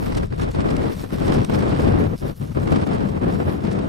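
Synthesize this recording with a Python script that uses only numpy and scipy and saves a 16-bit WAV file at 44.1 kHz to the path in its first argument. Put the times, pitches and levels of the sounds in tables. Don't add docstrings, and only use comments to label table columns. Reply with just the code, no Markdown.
import sys
import numpy as np
from scipy import signal
from scipy.fft import rfft, irfft, next_fast_len
from scipy.io import wavfile
from scipy.ndimage import uniform_filter1d, map_coordinates

SR = 44100
rng = np.random.default_rng(int(sys.argv[2]) if len(sys.argv) > 2 else 0)


def put_to_file(sound):
    columns = np.atleast_2d(sound).T
    safe = np.clip(columns, -1, 1)
    whole_steps = np.round(safe * 32767)
    wavfile.write(sys.argv[1], SR, whole_steps.astype(np.int16))


def elevation(decibels):
    levels = np.asarray(decibels, float)
    return 10 ** (levels / 20)


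N = 171108

# start_s, level_db
HISS_CURVE = [(0.0, -63), (0.3, -56.5), (0.6, -57.5), (0.9, -53.5), (1.19, -54), (1.49, -55.5),
              (1.79, -51.5), (2.09, -58.5), (2.39, -56), (2.69, -57.5), (2.98, -55.5), (3.28, -66),
              (3.58, -57), (3.88, -58)]
# start_s, body_shake_db, wind_on_both_ports_db
CAMERA_TURN = [
    (0, -23.5, -3),
    (.4, -29.5, -5.5),
    (.8, -31.5, 0.5),
    (1.35, -29.5, 0),
    (2.1, -29, 1.4),
    (2.65, -29.5, -1.5),
    (3.2, -30, 0.8),
    (3.55, -29, 0.6),
    (3.88, -31.5, 0.5),
]


def unit(x):
    return x / np.sqrt(np.mean(x ** 2) + 1e-20)


def along(points, hz):
    f, v = np.transpose(points)
    return np.interp(np.log(hz + 1), np.log(f + 1), v)


def column(rows, index):
    rows = np.transpose(rows)
    return np.interp(np.arange(N) / SR, rows[0], rows[index])


def level(curve, bumps, sign):
    t = np.arange(0, N + 64, 64) / SR
    s, length, height_db = np.transpose(bumps)[:, :, None]
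    bells = np.exp(-(2 * (t - s) / np.maximum(length, 1e-3)) ** 2)
    db = np.interp(t, *np.transpose(curve)) + sign * (height_db * bells).sum(0)
    return np.interp(np.arange(N) / SR, t, db)


def wobble(rate):
    return map_coordinates(rng.standard_normal(N // 20), [np.arange(N) * rate / SR])


def filtered(x, response):
    m = next_fast_len(N + SR // 2)
    return irfft(rfft(x, m) * response(np.fft.rfftfreq(m, 1 / SR)), m)[..., :N]


def coloured(x, spectrum, gain_db):
    return unit(filtered(x, lambda hz: elevation(along(spectrum, hz)))) * elevation(gain_db)


def rush(patchy_db, lumps_db):
    z = signal.stft(rng.standard_normal((2, N)), nperseg=512)[2]
    field = uniform_filter1d(rng.standard_normal(z.shape[1:]), size=8, axis=0)
    field = uniform_filter1d(field, size=8, axis=1)
    noise = signal.istft(z * elevation(patchy_db * unit(field)), nperseg=512)[1][:, :N]
    return unit(noise * elevation(lumps_db))


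def leaning(a, b):
    # pitch_hz, share
    lean = [(35, 0.47), (90, 0.54), (250, 0.55), (450, 0.64), (800, -0.2), (1500, -0.27), (4000, -0.045)]
    share = lambda hz: np.clip(along(lean, hz), -.99, .99)
    return filtered(a, share) + filtered(b, lambda hz: np.sqrt(1 - share(hz) ** 2))


def grass(puff_db, eddy_db, spit_db):
    # pitch_hz, level_db
    air_colour = [(500, 4.5), (2000, -6), (5400, 2.5), (6600, -2.5), (8500, -2.5), (10500, -8.5),
                  (12000, -23), (15700, -40)]
    # pitch_hz, level_db
    air_side_colour = [(3000, -24), (7000, -14), (8500, -10), (10500, -6), (12000, -14), (15700, -26)]
    # pitch_hz, level_db
    fine_colour = [(7500, -25), (10000, 7), (13300, 7.5), (14500, 0), (15700, -4), (16000, -60)]
    # pitch_hz, level_db
    far_colour = [(150, 15), (1000, -5), (5800, -23), (9000, -39)]
    # start_s, level_db
    fizz_curve = [(0, -61), (.25, -71), (.75, -69), (1.1, -58), (1.45, -67.5), (2.0, -64.5), (2.4, -61.5),
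                  (2.6, -67.5), (3.1, -72.5), (3.52, -62), (3.7, -77), (3.88, -77)]
    # middle_s, length_s, rise_db
    swells = [(0.06, 0.091, 13), (0.18, 0.018, 3), (0.404, .04, 5), (.62, 0.012, 10), (0.927, 0.022, 21),
              (1.025, .025, 9), (1.14, 0.037, 15), (1.287, .05, 4), (1.547, 0.034, 17), (2.183, 0.045, 11),
              (2.31, 0.042, 12), (2.39, 0.028, 6), (2.74, 0.075, -4), (3.52, 0.12, 0), (3.71, .03, 0)]
    air_db, air_wide_db, air_left_db = 1.5, -12.5, -0.5
    fizz_gain_db, fizz_puffs, fizz_wide_db = 3, 0.05, -6.5

    grain_db = 0.41 * eddy_db + 2.7 * wobble(29.95) + spit_db
    a, b = rush(patchy_db=2.0, lumps_db=grain_db + 3.0 * wobble(500))
    mid = coloured(a, air_colour, puff_db + air_db)
    side = coloured(b, air_side_colour, puff_db + air_db + air_wide_db)

    a, b = rush(patchy_db=-2.5, lumps_db=0.85 * grain_db + 1.8 * wobble(300))
    puffs_only_db = puff_db - column(HISS_CURVE, index=1)
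    fizz_db = level(fizz_curve, swells, 0.53) + fizz_gain_db + fizz_puffs * puffs_only_db
    mid = mid + coloured(a, fine_colour, fizz_db)
    side = side + coloured(b, fine_colour, fizz_db + fizz_wide_db)

    far = rush(patchy_db=1.5, lumps_db=wobble(4))[0]
    mid = mid + coloured(far, far_colour, gain_db=-57)
    return np.array([mid + side, mid - side]) * elevation([[air_left_db], [-air_left_db]])


def drone(gust_db):
    # pitch_hz, level_db
    hum_colour = [(90, -60), (140, -0.5), (200, 3), (245, -9.5), (330, -60.5)]
    start_db, grows_db_per_s, follows_wind = -43.5, 3.5, 0.64
    air = rush(patchy_db=1.5, lumps_db=3.4 * wobble(11))[0]
    hum_db = start_db + grows_db_per_s * np.arange(N) / SR + follows_wind * (gust_db - gust_db.mean())
    return coloured(air, hum_colour, hum_db) * elevation([[3.5], [-3.5]])


def body(gust_db):
    # pitch_hz, level_db
    rumble_colour = [(8.8, -60), (40, -12.5), (92, 3), (161, -3), (200, -8.5), (260, -15), (440, -120)]
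    # pitch_hz, level_db
    sway_colour = [(8.8, -35), (22, -5.5), (60, -3), (95, -10.5), (150, -120)]
    # middle_s, length_s, rise_db
    shoves = [(0.057, 0.12, -6.5), (0.406, 0.034, 4), (0.975, .06, 8), (1.397, .07, 8), (1.61, 0.022, 9),
              (1.729, 0.032, 7.5), (1.873, 0.17, 5), (2.417, 0.029, 15), (2.623, 0.14, 10.5),
              (2.747, 0.034, -2), (3.148, .08, 8), (3.356, 0.088, 1)]
    rumble_db, rumble_follows, rumble_left_db = -0.5, 0.48, 3
    start_sway_db, sway_fades_db_per_s = -30, 3

    swing_db = gust_db - gust_db.mean()
    push, slow = rush(patchy_db=-0.14, lumps_db=1.5 * wobble(7.6))
    shove_db = level([row[:2] for row in CAMERA_TURN], shoves, 0.8) + rumble_follows * swing_db
    shake = coloured(push, rumble_colour, rumble_db + shove_db)
    shake = shake * elevation([[rumble_left_db], [-rumble_left_db]])
    sway_db = start_sway_db + 0.29 * swing_db - sway_fades_db_per_s * np.arange(N) / SR
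    return shake + coloured(slow, sway_colour, sway_db)


def spits(gust_db):
    # start_s, peak_db
    spit_events = [(0.168, -38), (0.411, -30), (0.51, -35), (0.587, -43), (0.642, -43), (0.7612, -17),
                   (1.3365, -40), (1.445, -37), (1.497, -40), (1.5878, -41), (2.72, -36.5), (2.758, -20),
                   (3.7095, -33), (3.786, -34)]
    length_s, hiss_below_db = 0.0048, 47
    random_db, threshold = 8, 1.38
    t = np.arange(N) / SR
    push = wobble(260) + 0.073 * (gust_db - gust_db.mean())
    out = np.clip(random_db * (push - threshold), 0, 5)
    for s, db in spit_events:
        out = out + np.clip(db + hiss_below_db, 0, 10) * np.exp(-((t - s - length_s) / length_s) ** 2)
    return out


def slaps():
    slap_times = [0.12, 0.335, 0.396, 0.549, 0.586, 0.896, 1.038, 1.183, 1.32, 1.496, 1.794, 2.067, 2.413,
                  2.571, 2.719, 2.864, 3.087, 3.212, 3.4]
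    slap_db, rise_s, fall_60db_s = 7.5, .001, .035
    out, t = np.zeros(N + SR), np.arange(SR // 10) / SR
    shape = elevation(slap_db - 60 * t / fall_60db_s) * (1 - np.exp(-t / rise_s))
    for s in slap_times:
        out[round(s * SR):][:len(t)] += shape
    return 20 * np.log10(1 + out[:N])


def bursts():
    # start_s, peak_db
    burst_events = [(0.061, -23.5), (0.1204, -23.5), (0.1431, -33), (0.1695, -31), (0.229, -28.5),
                    (0.324, -30.5), (0.3953, -25.5), (0.511, -34.5), (0.5455, -27), (0.6434, -30),
                    (0.683, -22), (0.8145, -24), (0.8774, -32), (1.039, -33), (1.1039, -31.5), (1.182, -36),
                    (1.2037, -35), (1.221, -26.5), (1.321, -19), (1.496, -31), (1.5395, -18), (1.5904, -31),
                    (1.6215, -22.5), (1.7963, -35), (1.8432, -29), (1.9759, -29), (2.1231, -39),
                    (2.5466, -35), (2.571, -33), (2.6706, -24.5), (2.7064, -27), (2.8684, -28),
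                    (2.9306, -26.5), (3.2131, -43), (3.2794, -33), (3.2999, -33), (3.4007, -34),
                    (3.536, -30), (3.648, -24.5), (3.708, -33.5), (3.7668, -34), (3.7876, -32.5)]
    # pitch_hz, level_db
    burst_colour = [(250, -26), (500, 0.5), (1200, 2), (3000, -13.5), (5600, -19.5), (6500, -27.5),
                    (9000, -27.5), (14000, -49), (15700, -60)]
    burst_db, wide_db, rise_s, fall_60db_s = -5.5, -1, .0015, 0.055
    out, t = np.zeros(N + SR), np.arange(SR // 8) / SR
    for s, db in burst_events:
        fall = elevation(db + burst_db - 60 * t / fall_60db_s)
        out[round(s * SR):][:len(t)] += fall * (1 - np.exp(-t / rise_s))
    a, b = rush(patchy_db=1.5, lumps_db=1.85 * wobble(300))
    mid = coloured(leaning(a, b), burst_colour, 0)
    side = coloured(a, burst_colour, wide_db)
    return out[:N] * np.array([mid + side, mid - side])


def ports(gust_db, puff_db, eddy_db, spit_db):
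    # pitch_hz, level_db
    roar_sum = [(35, -51), (60, -11.5), (134, -2), (233, -2), (442, -9), (893, -21.5), (1280, -26.5),
                (3000, -40.5), (3900, -45), (6600, -120)]
    # pitch_hz, level_db
    roar_diff = [(18, -65), (30, -27), (59, -32), (148, 0.5), (397, -0.5), (926, -13), (1390, -19),
                 (3000, -35), (3900, -44), (6600, -120)]
    # pitch_hz, level_db
    tear_colour = [(500, -46), (1000, -2.5), (2000, -6), (4000, -10.5), (5600, -15.5), (6300, -25),
                   (9000, -20), (14000, -77)]
    sum_db, diff_db, tear_sum_db, tear_diff_db = -4, -1.5, -24, -26
    sum_follows, tear_follows, tear_puffs = 1, 0.5, 0.93

    mean_db = gust_db.mean()
    swing_db = gust_db - mean_db
    a, b = rush(patchy_db=0.5, lumps_db=0.81 * eddy_db)
    mid_db = mean_db + sum_db + sum_follows * swing_db + column(CAMERA_TURN, index=2)
    mid = coloured(leaning(a, b), roar_sum, mid_db)
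    side = coloured(a, roar_diff, gust_db + diff_db)

    a, b = rush(patchy_db=0.0, lumps_db=0.33 * eddy_db + 2.8 * wobble(400) + .7 * spit_db)
    tear_db = mean_db + tear_follows * swing_db + tear_puffs * (puff_db - puff_db.mean())
    mid = mid + coloured(leaning(a, b), tear_colour, tear_db + tear_sum_db)
    side = side + coloured(a, tear_colour, tear_db + tear_diff_db)
    return np.array([mid + side, mid - side])


def scene():
    # start_s, level_db
    gust_curve = [(0.0, -24), (0.3, -21), (0.6, -18.5), (0.9, -21.5), (1.19, -8), (1.49, -19.5),
                  (1.79, -16.5), (2.09, -19.5), (2.39, -28), (2.69, -15), (2.98, -19.5), (3.28, -20.5),
                  (3.58, -21), (3.88, -23)]
    # middle_s, length_s, depth_db
    lulls = [(0.128, 0.019, 5.5), (0.166, 0.0078, -3), (0.285, 0.061, 16), (0.362, 0.06, 11),
             (0.527, 0.051, 14), (0.973, 0.1, 14), (1.028, 0.026, 12.5), (1.091, 0.089, 23.5),
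             (1.181, 0.072, 18), (1.255, 0.071, 10), (1.333, 0.059, 4.5), (1.436, 0.02, 4),
             (1.47, 0.039, 14), (2.097, 0.051, 9.5), (2.186, 0.063, 24.5), (2.359, 0.068, 24.5),
             (2.402, 0.016, 8.5), (2.487, 0.087, 12), (2.539, 0.022, 22), (2.651, 0.13, 6),
             (2.783, 0.029, 3), (2.856, 0.025, 10.5), (3.112, 0.082, 7), (3.199, 0.033, 10),
             (3.383, 0.025, 6.5), (3.444, 0.026, 6.2), (3.593, 0.12, 5.5)]
    # middle_s, length_s, rise_db
    puffs = [(0.05, 0.2, 10.5), (0.151, 0.0079, 17), (0.183, 0.018, 11), (0.435, 0.032, 10.5),
             (0.557, 0.059, 7), (0.613, 0.019, 13.5), (0.708, 0.019, 7.5), (0.933, 0.034, 4.5),
             (1.018, 0.052, 5), (1.135, 0.058, 6), (1.33, 0.23, 5), (1.447, 0.008, 5.5), (1.52, 0.017, 6),
             (1.544, 0.027, 9.5), (1.608, 0.0091, 9), (2.05, 0.029, 4), (2.186, 0.052, 8),
             (2.294, 0.074, 5.5), (2.39, 0.0093, -7), (2.76, 0.068, 4.5), (2.819, 0.015, 7.5),
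             (3.3, 0.28, 10), (3.504, 0.045, 5.5), (3.67, 0.037, 6), (3.73, 0.014, 8)]
    gust_db = level(gust_curve, lulls, -1.093)
    puff_db = level(HISS_CURVE, puffs, 0.85)
    eddy_db = 0.27 * wobble(24.77) + 2.06 * wobble(70) + 1.35 * wobble(170) + slaps()
    spit_db = spits(gust_db)
    background = grass(puff_db, eddy_db, spit_db) + drone(gust_db) + body(gust_db)
    return background + bursts() + ports(gust_db, puff_db, eddy_db, spit_db)


def thinned(x):
    # pitch_hz, share_of_sum, share_of_difference
    emptied = [(2000, 0, .0), (4500, .01, .06), (6600, .06, .18), (8800, .02, .07), (11300, .09, .16),
               (12800, .05, .25), (14000, .2, .45), (15200, .62, .75)]
    masking = 0.56
    hz, _, z = signal.stft(np.array([x[0] + x[1], x[0] - x[1]]) / 2, SR, nperseg=1024)
    band_hz = hz[2::4]
    power = uniform_filter1d(np.abs(z[:, :-1]) ** 2, size=5, axis=2)
    bands = 10 * np.log10(power.reshape(2, 128, 4, -1).mean(2) + 1e-20)
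    bands[0] -= masking * uniform_filter1d(bands[0, :4].mean(0), size=9)
    chance = uniform_filter1d(rng.standard_normal(bands.shape), size=7, axis=2)
    bands += np.where(band_hz[:, None] < 13300, 20, 4) * chance
    rank = bands.argsort(2).argsort(2) / bands.shape[2]
    f, *shares = np.transpose(emptied)
    keep = rank >= np.array([np.interp(band_hz, f, share) for share in shares])[:, :, None]
    z = z * np.pad(np.repeat(keep, 4, axis=1), ((0, 0), (0, 1), (0, 0)))
    mid, side = signal.istft(z, SR, nperseg=1024)[1][:, :N]
    return np.array([mid + side, mid - side])


def roll_off(x):
    return signal.sosfilt(signal.butter(12, 15780, fs=SR, output="sos"), x)


def record(dry):
    top, hard = .56, 4.5
    squeezed = dry / (1 + np.abs(dry / top) ** hard) ** (1 / hard)
    mix = thinned(squeezed)
    return roll_off(mix)


dry = scene()
out = record(dry)
put_to_file(out)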